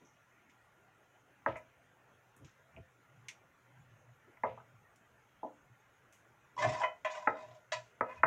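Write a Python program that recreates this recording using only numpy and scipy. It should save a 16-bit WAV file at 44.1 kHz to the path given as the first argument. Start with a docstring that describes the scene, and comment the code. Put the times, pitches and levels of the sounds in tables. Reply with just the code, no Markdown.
"""A knife cuts ham on a wooden board on a steel counter in a quiet kitchen, a phone microphone nearby.
Soft meat thuds and faint wet clicks (filtered crackle) come first, over a bed of shaped noise.
Then the blade knocks on the wood (struck modes), wet meat snaps off it, and leaning hands rumble the counter.
Late on, steel is tapped and scraped (slips ringing its modes), the blade rings as it drops flat,
and the hardest knocks end the scene."""
import sys
import numpy as np
from scipy import signal
from scipy.fft import rfft, irfft
from scipy.io import wavfile
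from scipy.ndimage import uniform_filter1d

SR = 44100
rng = np.random.default_rng(int(sys.argv[2]) if len(sys.argv) > 2 else 0)


def wav_record(signal):
    """Record a signal, one row per channel, as 16-bit PCM in the file named by sys.argv[1]."""
    frames = np.transpose(np.atleast_2d(signal))
    bounded = np.clip(frames, -1, 1)
    # unit amplitude maps onto the largest positive 16-bit level
    quanta = np.round(bounded * 32767).astype(np.int16)
    wavfile.write(sys.argv[1], SR, quanta)


def volts_from_db(level):
    """Convert decibel levels to linear amplitude ratios."""
    exponent = np.asarray(level, float) / 20
    return 10 ** exponent


N = 364266  # length in samples

# blade on wood: start_s, level_db (9 dB over the rms of the first 11 ms),
# then the modes near 300, 600, 1300 and 2000 Hz against those near 950 Hz: low_db, mid_db, high_db, top_db
KNOCKS = [(1.46, -19.5, 2.5, -2, 1, 4), (1.471, -29.5, -7, 11, -5, 1), (2.766, -50, -5, 14, -13, -15),
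          (4.368, -53.5, -10, -9, -7, 19), (4.434, -21, 6.5, -2.5, -9, 1), (4.444, -23.5, 3.5, 13.5, 9, -7),
          (4.573, -42.5, -14, 1, 4, -21), (4.597, -52.5, -25, -3, 10, -7),
          (5.429, -31.5, 6.5, -4, -19, -40), (5.443, -34, 11.5, -0.5, -13, -40),
          (7.272, -14.5, 1.5, -7.5, 1, 5.5), (8.007, -18.5, 4.5, -1.5, 1, 1.5),
          (8.232, -10.5, -3, -5.5, 8, 6)]
# centres of those four mode groups, then of the reference group: centre_hz
KNOCK_HZ = [300, 600, 1300, 2000, 950]
# modes of the board: pitch_hz, relative level_db, t60_s (10 ms at least when struck)
BOARD = [(246, -17, 0.099), (456.9, -14, 0.25), (528, -7.5, 0.17), (651, -0.5, 0.12), (728.5, -11, 0.13),
         (861, 4.5, 0.032), (970.6, 1, 0.04), (1136, -0.5, 0.025), (1232, -5.5, 0.084), (1272, 4, 0.037),
         (1625, -9, 0.048), (1758, 5.5, 0.0081), (2065, -5.5, 0.027), (2797, -28.5, 0.031)]
DETUNE = 0.015  # the pressing hand shifts the modes from blow to blow, as a fraction of pitch
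SINK_S = 0.0017  # decay of the contacts as the edge seats itself
SOFT_S = 0.0003  # rise of a 0 dB blow; weaker blows are cushioned by the meat and rise slower


def knocks():
    """The edge seats itself in the wood in a few quick contacts, too softly to excite the treble."""
    out, t = np.zeros(N), np.arange(900) / SR
    for start_s, level_db, *colour_db in KNOCKS:
        modes = thick(BOARD, -1.9, count=36)
        place_db = 2 * rng.standard_normal(len(modes))  # every spot of the board favours other modes
        modes[:, 0] *= 1 + DETUNE * rng.uniform(-1.13, 1, len(modes))
        contacts = 0.035 * rng.standard_normal(len(t)) ** 3 * np.exp(-t / SINK_S)
        contacts[[0, 50]] = 0.3, 3  # a touch, then the firm blow
        body = ring(modes, colour(modes, KNOCK_HZ, colour_db) + place_db)
        rise_s = SOFT_S * volts_from_db(-level_db / 2)
        body *= 1 - np.exp(-np.arange(len(body)) / SR / rise_s)
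        knock = signal.fftconvolve(contacts, body)
        add(out, start_s, volts_from_db(level_db) * knock / np.sqrt(8 * np.mean(knock[:500] ** 2)))
    return band(out, 120, 2730, order=4)


# modes of the steel counter top, tapped and dragged on: pitch_hz, relative level_db, t60_s
STEEL = [(624.8, 1, 0.15), (712, -2.5, 0.06), (984, 2.5, 0.066), (1080, -4, 0.078), (1493, -10, 0.052),
         (1745, -10, 0.071), (1958, -6, 0.051), (2060, -6, 0.048), (2507, -20, 0.16), (3337, -24.5, 0.042)]
# taps on steel: start_s, level_db (rms of the first 20 ms),
# then the modes near 620, 2000 and 3000 Hz against those near 1000 Hz: low_db, high_db, top_db,
# and the treble hiss against the modes: sheen_db
TAPS = [(1.556, -47.5, 5.5, 11.5, 0.5, -27), (6.564, -51, -20, -15, -11, -19),
        (6.644, -30, 3, -8, -10, -34), (6.815, -35, -5.5, -11, -4, -25.5), (6.833, -31.5, 2.5, 5, -3, -36),
        (7.047, -35, -1.5, 2, 12, -20), (7.719, -36.5, 2, 13.5, 17, -5.5), (7.728, -41, -4, 14, 11, -5.5)]
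# centres of those three mode groups, then of the reference group: centre_hz
TAP_HZ = [620, 2000, 3000, 1000]
CONTACT_S = 0.006  # decay of the contacts in one tap


def taps():
    """Each tap is a short cluster of contacts that rings the steel."""
    out, t = np.zeros(N), np.arange(2000) / SR
    for start_s, level_db, *colour_db, sheen_db in TAPS:
        modes = thick(STEEL, -1.3, count=30)
        modes[:, 0] *= 1 + DETUNE * rng.uniform(-0.81, 1, len(modes))
        body = band(ring(modes, colour(modes, TAP_HZ, colour_db)), 457, 3500, order=3)
        add(body, 0, volts_from_db(sheen_db) * np.linalg.norm(body) * sheen())
        contacts = rng.standard_normal(len(t)) ** 3 * np.exp(-t / CONTACT_S)
        contacts[0] = 32  # the first contact is firm
        tap = signal.fftconvolve(contacts, body)
        add(out, start_s, volts_from_db(level_db) * tap / np.sqrt(np.mean(tap[:900] ** 2)))
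    return out


# dragging and chatter on steel, one curve a stroke: time_s, ring_db, rasp_db,
# low_db (modes up to 700 Hz against those from 950 Hz up)
DRAG = [
    [(6.574, -34, -54, -2), (6.6, -37, -48, -1), (6.628, -31, -45, -15), (6.66, -48, -56, -2.5),
     (6.72, -42, -50.5, 2), (6.75, -45, -57, -11), (6.81, -43.5, -54, -4), (6.87, -54.5, -90, 0.5),
     (6.95, -74, -98, 3)],
    [(7.055, -39.5, -75, -6.5), (7.11, -51, -57, -5.5), (7.18, -48, -59, -1.5), (7.27, -55.5, -72, -3),
     (7.34, -52, -76, 0), (7.4, -55, -69, 3), (7.58, -65, -78, 12), (7.65, -98, -97, 0)],
    [(8.03, -67, -96, 5), (8.1, -51, -80, -8), (8.16, -62, -68.5, -13), (8.21, -61, -99, 1)],
]
# one thin line of the blade sings along in each stroke: pitch_hz, sing_db (against the ring)
SING = [(1780, -21.5), (3750, -26), (2506, -11.5)]
WANDER = 0.012  # the sliding weight shifts the steel's modes from spot to spot, as a fraction of pitch
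SPOT_DB = 3.5  # spread of the modes' levels from spot to spot


def drag():
    """Uneven slips ring the low modes of the steel and scratch in its treble; the contact wanders."""
    out, modes = np.zeros(N), thick(STEEL, -8.5, count=30)
    for rows, (sing_hz, sing_db) in zip(DRAG, SING):
        start_s, ends, (ring_db, rasp_db, low_db) = span(rows)
        n = len(ends)
        size_db = 3 * np.minimum(rng.exponential(1, n), 4)
        size_db += 3 * evened(uniform_filter1d(rng.standard_normal(n), 300))  # clumped contact
        is_slip = rng.random(n) < 3000 / SR  # about 3000 slips a second
        slips = ends * evened(rng.standard_normal(n) * volts_from_db(size_db) * is_slip)
        song = np.sqrt(SR / 60) * resonate(slips * volts_from_db(ring_db), sing_hz, 35)  # make-up for the narrow filter
        add(out, start_s, volts_from_db(sing_db) * song)
        spot = np.arange(n) // 1100  # a new spot about every 25 ms
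        for k in range(spot[-1] + 1):
            on_spot = spot == k
            lean_db = colour(modes, [700, 950], [low_db[on_spot].mean()])
            bent = modes * (1 + WANDER * rng.uniform(-1.04, 1, (len(modes), 1)) * [1, 0, 0])
            spot_db = SPOT_DB * rng.standard_normal(len(modes))
            body = band(ring(bent, lean_db + spot_db)[:8192], 380, 4200, order=3)
            here = slips[on_spot]
            sound = signal.fftconvolve(here * volts_from_db(ring_db[on_spot]), body / np.linalg.norm(body))
            sound += signal.fftconvolve(here * volts_from_db(rasp_db[on_spot]), sheen())
            add(out, start_s + np.argmax(on_spot) / SR, sound)
    return out


# colour of the steel's dense treble modes: freq_hz, level_db
SHEEN = [(800, -26.5), (2200, 5), (3300, 2.5), (4300, -5), (5500, -1), (7000, -2), (8500, -19.5),
         (10500, -30.5), (12500, -72)]


def sheen():
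    """The sheet's treble modes lie so close that a blow is a short hiss with faint lines; energy 1."""
    t, f = np.arange(8192) / SR, np.fft.rfftfreq(8192, 1 / SR)
    lines_db = 3 * evened(uniform_filter1d(rng.standard_normal(len(f)), 18))
    fade = volts_from_db(-60 * t / 0.036) + 0.032 * volts_from_db(-60 * t / 0.49)  # a quick decay with a faint long tail
    fade *= 1 - np.exp(-t / 0.0016)
    hiss = irfft(rfft(rng.standard_normal(len(t))) * volts_from_db(read(SHEEN, f) + lines_db)) * fade
    return hiss / np.linalg.norm(hiss)


# thin lines of the knife's own ring as it drops flat: pitch_hz, relative level_db, t60_s
BLADE = [(1346, 1, .17), (1986, 2, .3), (2541, -7, .25), (3025, 0, .26)]
BLADE_S, BLADE_DB = 6.835, -33.5  # start, and level ahead of its soft onset


def blade():
    """The flat of the knife rings in a few thin modes with a soft onset."""
    out = np.zeros(N)
    y = ring(BLADE, np.zeros(len(BLADE)))
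    add(out, BLADE_S, volts_from_db(BLADE_DB) * y * (1 - np.exp(-np.arange(len(y)) / SR / 0.0049)))
    return out


# wet meat clicking off blade, fingers and board: start_s, level_db (of the crackle as its decay begins),
# centre_hz (ahead of the microphone colour), width_octaves (7 dB down to either side), t60_s
SMACKS = [(0.049, -73, 5900, 0.17, 0.45), (0.496, -68, 3570, 1.1, 0.17), (1.568, -68, 7440, 1.3, 0.11),
          (2.364, -67.5, 10600, 0.63, 0.1), (2.446, -66.5, 4400, 0.69, 0.32),
          (2.764, -53.5, 2600, 0.3, 0.058), (3.284, -43.5, 3900, 1.17, 0.089),
          (4.959, -70.5, 9400, 1.7, 0.13), (6.125, -66, 8000, 1.6, 0.28)]
SNAP_RISE_S = 0.0015


def smacks():
    """Wet surfaces part with a snap and a spray of finer crackle behind it."""
    out = np.zeros(N)
    for start_s, level_db, centre_hz, width_octaves, t60_s in SMACKS:
        add(out, start_s, volts_from_db(level_db) * crackle(centre_hz, width_octaves, t60_s, SNAP_RISE_S))
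    return out


# a short rubbing hiss after two of the cuts: start_s, level_db (as its decay begins), t60_s, rise_s
RUBS = [(1.468, -47.5, 0.22, 0.012), (4.453, -58, 0.41, 0.018)]
RUB_HZ, RUB_OCTAVES = 2840, 0.67  # centre and width


def rubs():
    """Rubbing is the same wet crackle with a slower rise."""
    out = np.zeros(N)
    for start_s, level_db, t60_s, rise_s in RUBS:
        add(out, start_s, volts_from_db(level_db) * crackle(RUB_HZ, RUB_OCTAVES, t60_s, rise_s))
    return out


# microphone colour on the wet sounds: freq_hz, level_db
MIC = [(1000, -11.5), (2200, 11), (4500, -13), (6500, 1.5), (8500, -9), (16000, -17.5)]


def crackle(centre_hz, width_octaves, t60_s, rise_s):
    """Noise in uneven pops around one frequency, stronger in its first moments, dying away."""
    t, f = np.arange(16384) / SR, np.fft.rfftfreq(16384, 1 / SR) + 1
    shade = volts_from_db(read(MIC, f) - 7 * (np.log2(f / centre_hz) / width_octaves) ** 2)
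    pops_db = 4 * evened(uniform_filter1d(rng.exponential(1, len(t)) ** 3, size=130))
    pops = evened(irfft(rfft(rng.standard_normal(len(t)) * volts_from_db(pops_db)) * shade))
    snap = 1 + 5 * np.exp(-t / 0.0012)
    return pops * volts_from_db(-60 * t / t60_s) * (1 - np.exp(-t / rise_s)) * snap


# soft thuds of the meat on the board: top_s, level_db, swell_s, fade_s (20 dB each)
THUDS = [(.03, -62.5, 0.041, 0.072), (2.424, -58.5, 0.042, 0.056), (2.785, -57.5, 0.018, 0.035),
         (4.285, -62.5, .03, 0.07), (6.67, -45.5, 0.089, 0.13)]


def thuds():
    """Soft meat gives a dull lumpy push with no ring: broad noise around 290 Hz."""
    lump = steadied(resonate(resonate(rng.standard_normal(N), 290, 320), 290, 320))
    return band(sum(bump(*row) for row in THUDS) * lump, 67, 900, order=2)


# shakes of the counter: top_s, level_db, swell_s, fade_s (20 dB each), thump_share (power of the thump, 0-1)
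SHAKES = [(1.489, -48.5, 0.03, 0.1, 0.9), (2.45, -54.5, .07, 0.051, 0.63), (2.799, -51, 0.068, 0.046, 0.9),
          (3.18, -61.5, 0.17, 0.2, 0.03), (3.8, -59, 0.14, 0.17, 0), (3.94, -62, 0.085, 0.12, 0.02),
          (4.11, -60.5, 0.13, .08, 0), (4.48, -55, 0.073, 0.2, 0.15), (4.75, -61.5, 0.089, 0.16, 0),
          (5.72, -62, 0.085, 0.052, 0), (6.679, -39.5, 0.075, 0.1, 0.06), (7.291, -52.5, 0.027, 0.054, 0.2),
          (7.52, -61.5, 0.18, 0.065, 0), (7.79, -61, 0.12, 0.11, 0), (8.03, -53, 0.031, 0.025, 0.5),
          (8.2, -55.5, 0.048, 0.072, 1), (8.25, -47, 0.025, .1, 0.5)]
STIR_DB = -78.5  # the counter never rests quite


def rumble():
    """Leaning, pushing and blows shake the counter's lowest mode, with a duller thump below it."""
    push = rng.standard_normal(N)
    mode = steadied(resonate(resonate(push, 119.3, 14), 109.0, 88))
    thump = steadied(resonate(resonate(push, 90, 90), 90, 90))
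    power = np.array([bump(*row[:4]) for row in SHAKES]) ** 2
    thump_share = np.transpose(SHAKES)[4]
    mode_gain = np.sqrt((1 - thump_share) @ power + volts_from_db(STIR_DB) ** 2)
    thump_gain = np.sqrt(thump_share @ power)
    return band(mode_gain * mode + thump_gain * thump, 61, 420, order=2)


# the kitchen's tail: freq_hz, t60_s
ROOM = [(150, 0.42), (600, 0.26), (2000, 0.18)]


def kitchen(x):
    """Sparse echoes of random sign, one in every 20 samples, each band dying at its own speed."""
    echoes, at = np.zeros(SR), np.arange(200, SR - 20, 20)
    echoes[at + rng.integers(0, 20, len(at))] = rng.choice([-1., 1.], len(at))
    hz, t, z = signal.stft(echoes, SR, nperseg=256)
    decay = volts_from_db(-60 * t / read(ROOM, hz)[:, None])
    tail = signal.istft(z * decay, SR, nperseg=256)[1]
    return signal.fftconvolve(x, tail / np.linalg.norm(tail))[:N]


# colour of the background: freq_hz, relative level_db
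AIR = [(25, -38), (92, -5), (257, -9), (636, -7.5), (1390, -9.5), (1770, -8.5), (3050, -19), (3900, -27),
       (4600, -34.5), (6500, -22), (8000, -32.5), (16000, -33.5)]
AIR_DB = -69  # rms of the background noise
# a faint fuzzy band in the background: centre_hz, width_hz, level_db
WHIRR = [(1405, 48, -78)]


def air():
    """Shaped background noise whose short-time spectrum varies at random, and a faint fuzzy band."""
    frames, hz = N // 256 + 5, np.fft.rfftfreq(1024, 1 / SR)
    a, b, broad, fine = rng.standard_normal((frames, 513, 4)).T  # each is frequency by time
    fine = evened(uniform_filter1d(uniform_filter1d(fine, 3, axis=0), 10, axis=1))
    broad = evened(uniform_filter1d(uniform_filter1d(broad, 14, axis=0), 12, axis=1))
    vary_db = 3 * fine + 1.3 * broad
    z = (a + 1j * b) * volts_from_db(read(AIR, hz)[:, None] + vary_db)
    out = volts_from_db(AIR_DB) * evened(signal.istft(z, nperseg=1024, noverlap=768)[1][:N])
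    for centre_hz, width_hz, level_db in WHIRR:
        out += volts_from_db(level_db) * evened(resonate(rng.standard_normal(N), centre_hz, width_hz))
    return out


def ring(modes, colour_db):
    """All modes struck at once, each swelling over its first cycle, weighted by colour_db; peak 1."""
    hz, db, t60 = np.transpose(modes)[:, :, None]
    t = np.arange(SR // 3) / SR
    sign = (-1) ** np.arange(len(modes))[:, None]  # neighbouring modes move the air in opposite senses
    decay = volts_from_db(db + colour_db[:, None] - 60 * t / np.maximum(t60, 0.01))
    swell = 1 - np.exp(-2 * hz * t)
    y = (sign * decay * swell * np.sin(2 * np.pi * hz * t)).sum(0)
    return y / abs(y).max()


def thick(modes, weak_db, count):
    """Adds weak modes at random between the strong ones."""
    f, db, t60 = np.transpose(modes)
    hz = np.sort(rng.uniform(f[0], f[-1], count))
    level_db = np.interp(hz, f, db) + weak_db + 3 * rng.standard_normal(count)
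    return np.vstack([modes, np.transpose([hz, level_db, 0.75 * np.interp(hz, f, t60)])])


def colour(modes, at_hz, db):
    """Gain of each mode for one blow in dB, 0 dB at the last reference frequency."""
    return read(sorted(zip(at_hz, [*db, 0])), np.transpose(modes)[0])


def resonate(x, hz, width):
    """One resonance of gain 1, fixed or moving, its width in Hz."""
    turn = np.exp(2j * np.pi * np.cumsum(hz * np.ones(len(x))) / SR)
    r = np.exp(-np.pi * width / SR)
    return 2 * (turn * signal.lfilter([1 - r], [1, -r], x / turn)).real


def steadied(x):
    """Narrow noise with its deepest fades partly filled, as from a continuous push; rms 1."""
    return evened(x / np.sqrt(abs(signal.hilbert(x)) + 0.1 * x.std()))


def bump(top_s, level_db, swell_s, fade_s):
    """Gain that climbs 20 dB in swell_s up to its top and drops 20 dB in fade_s after it."""
    t = np.arange(N) / SR - top_s
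    return volts_from_db(level_db - 20 * np.maximum(-t / swell_s, t / fade_s))


def span(rows):
    """Start time, soft ends, and the columns of a curve sample by sample."""
    s, *columns = np.transpose(rows)
    t = np.arange(s[0], s[-1], 1 / SR)
    return s[0], signal.windows.tukey(len(t), 400 / len(t)), [np.interp(t, s, c) for c in columns]


def band(x, lo_hz, hi_hz, order):
    """Band-pass filter."""
    return signal.sosfilt(signal.butter(order, [lo_hz, hi_hz], "band", fs=SR, output="sos"), x)


def evened(x):
    """Scales to rms 1."""
    return x / np.sqrt(np.mean(x ** 2) + 1e-20)


def read(points, hz):
    """Reads a table along a log-frequency axis."""
    f, value = np.transpose(points)
    return np.interp(np.log(hz + 1), np.log(f + 1), value)


def add(mix, s, sound):
    """Mixes a sound in at s seconds."""
    part = mix[round(s * SR):][:len(sound)]
    part += sound[:len(part)]


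def scene():
    """Close sounds, their tail in the kitchen, and the background."""
    wood = knocks()
    steel = taps() + drag() + blade()
    wet = smacks() + rubs()
    tail = kitchen(volts_from_db(-7.5) * wood + volts_from_db(-4.0) * steel + volts_from_db(-7.0) * wet)
    return (wood + steel + wet + tail + thuds() + rumble() + air())[None]


def top_cut(x):
    """Nothing passes above the cut-off."""
    return signal.sosfilt(signal.butter(12, 15720, fs=SR, output="sos"), x)


def record(dry):
    """Delivers the finished mix."""
    return top_cut(dry)


dry = scene()
out = record(dry)
wav_record(out)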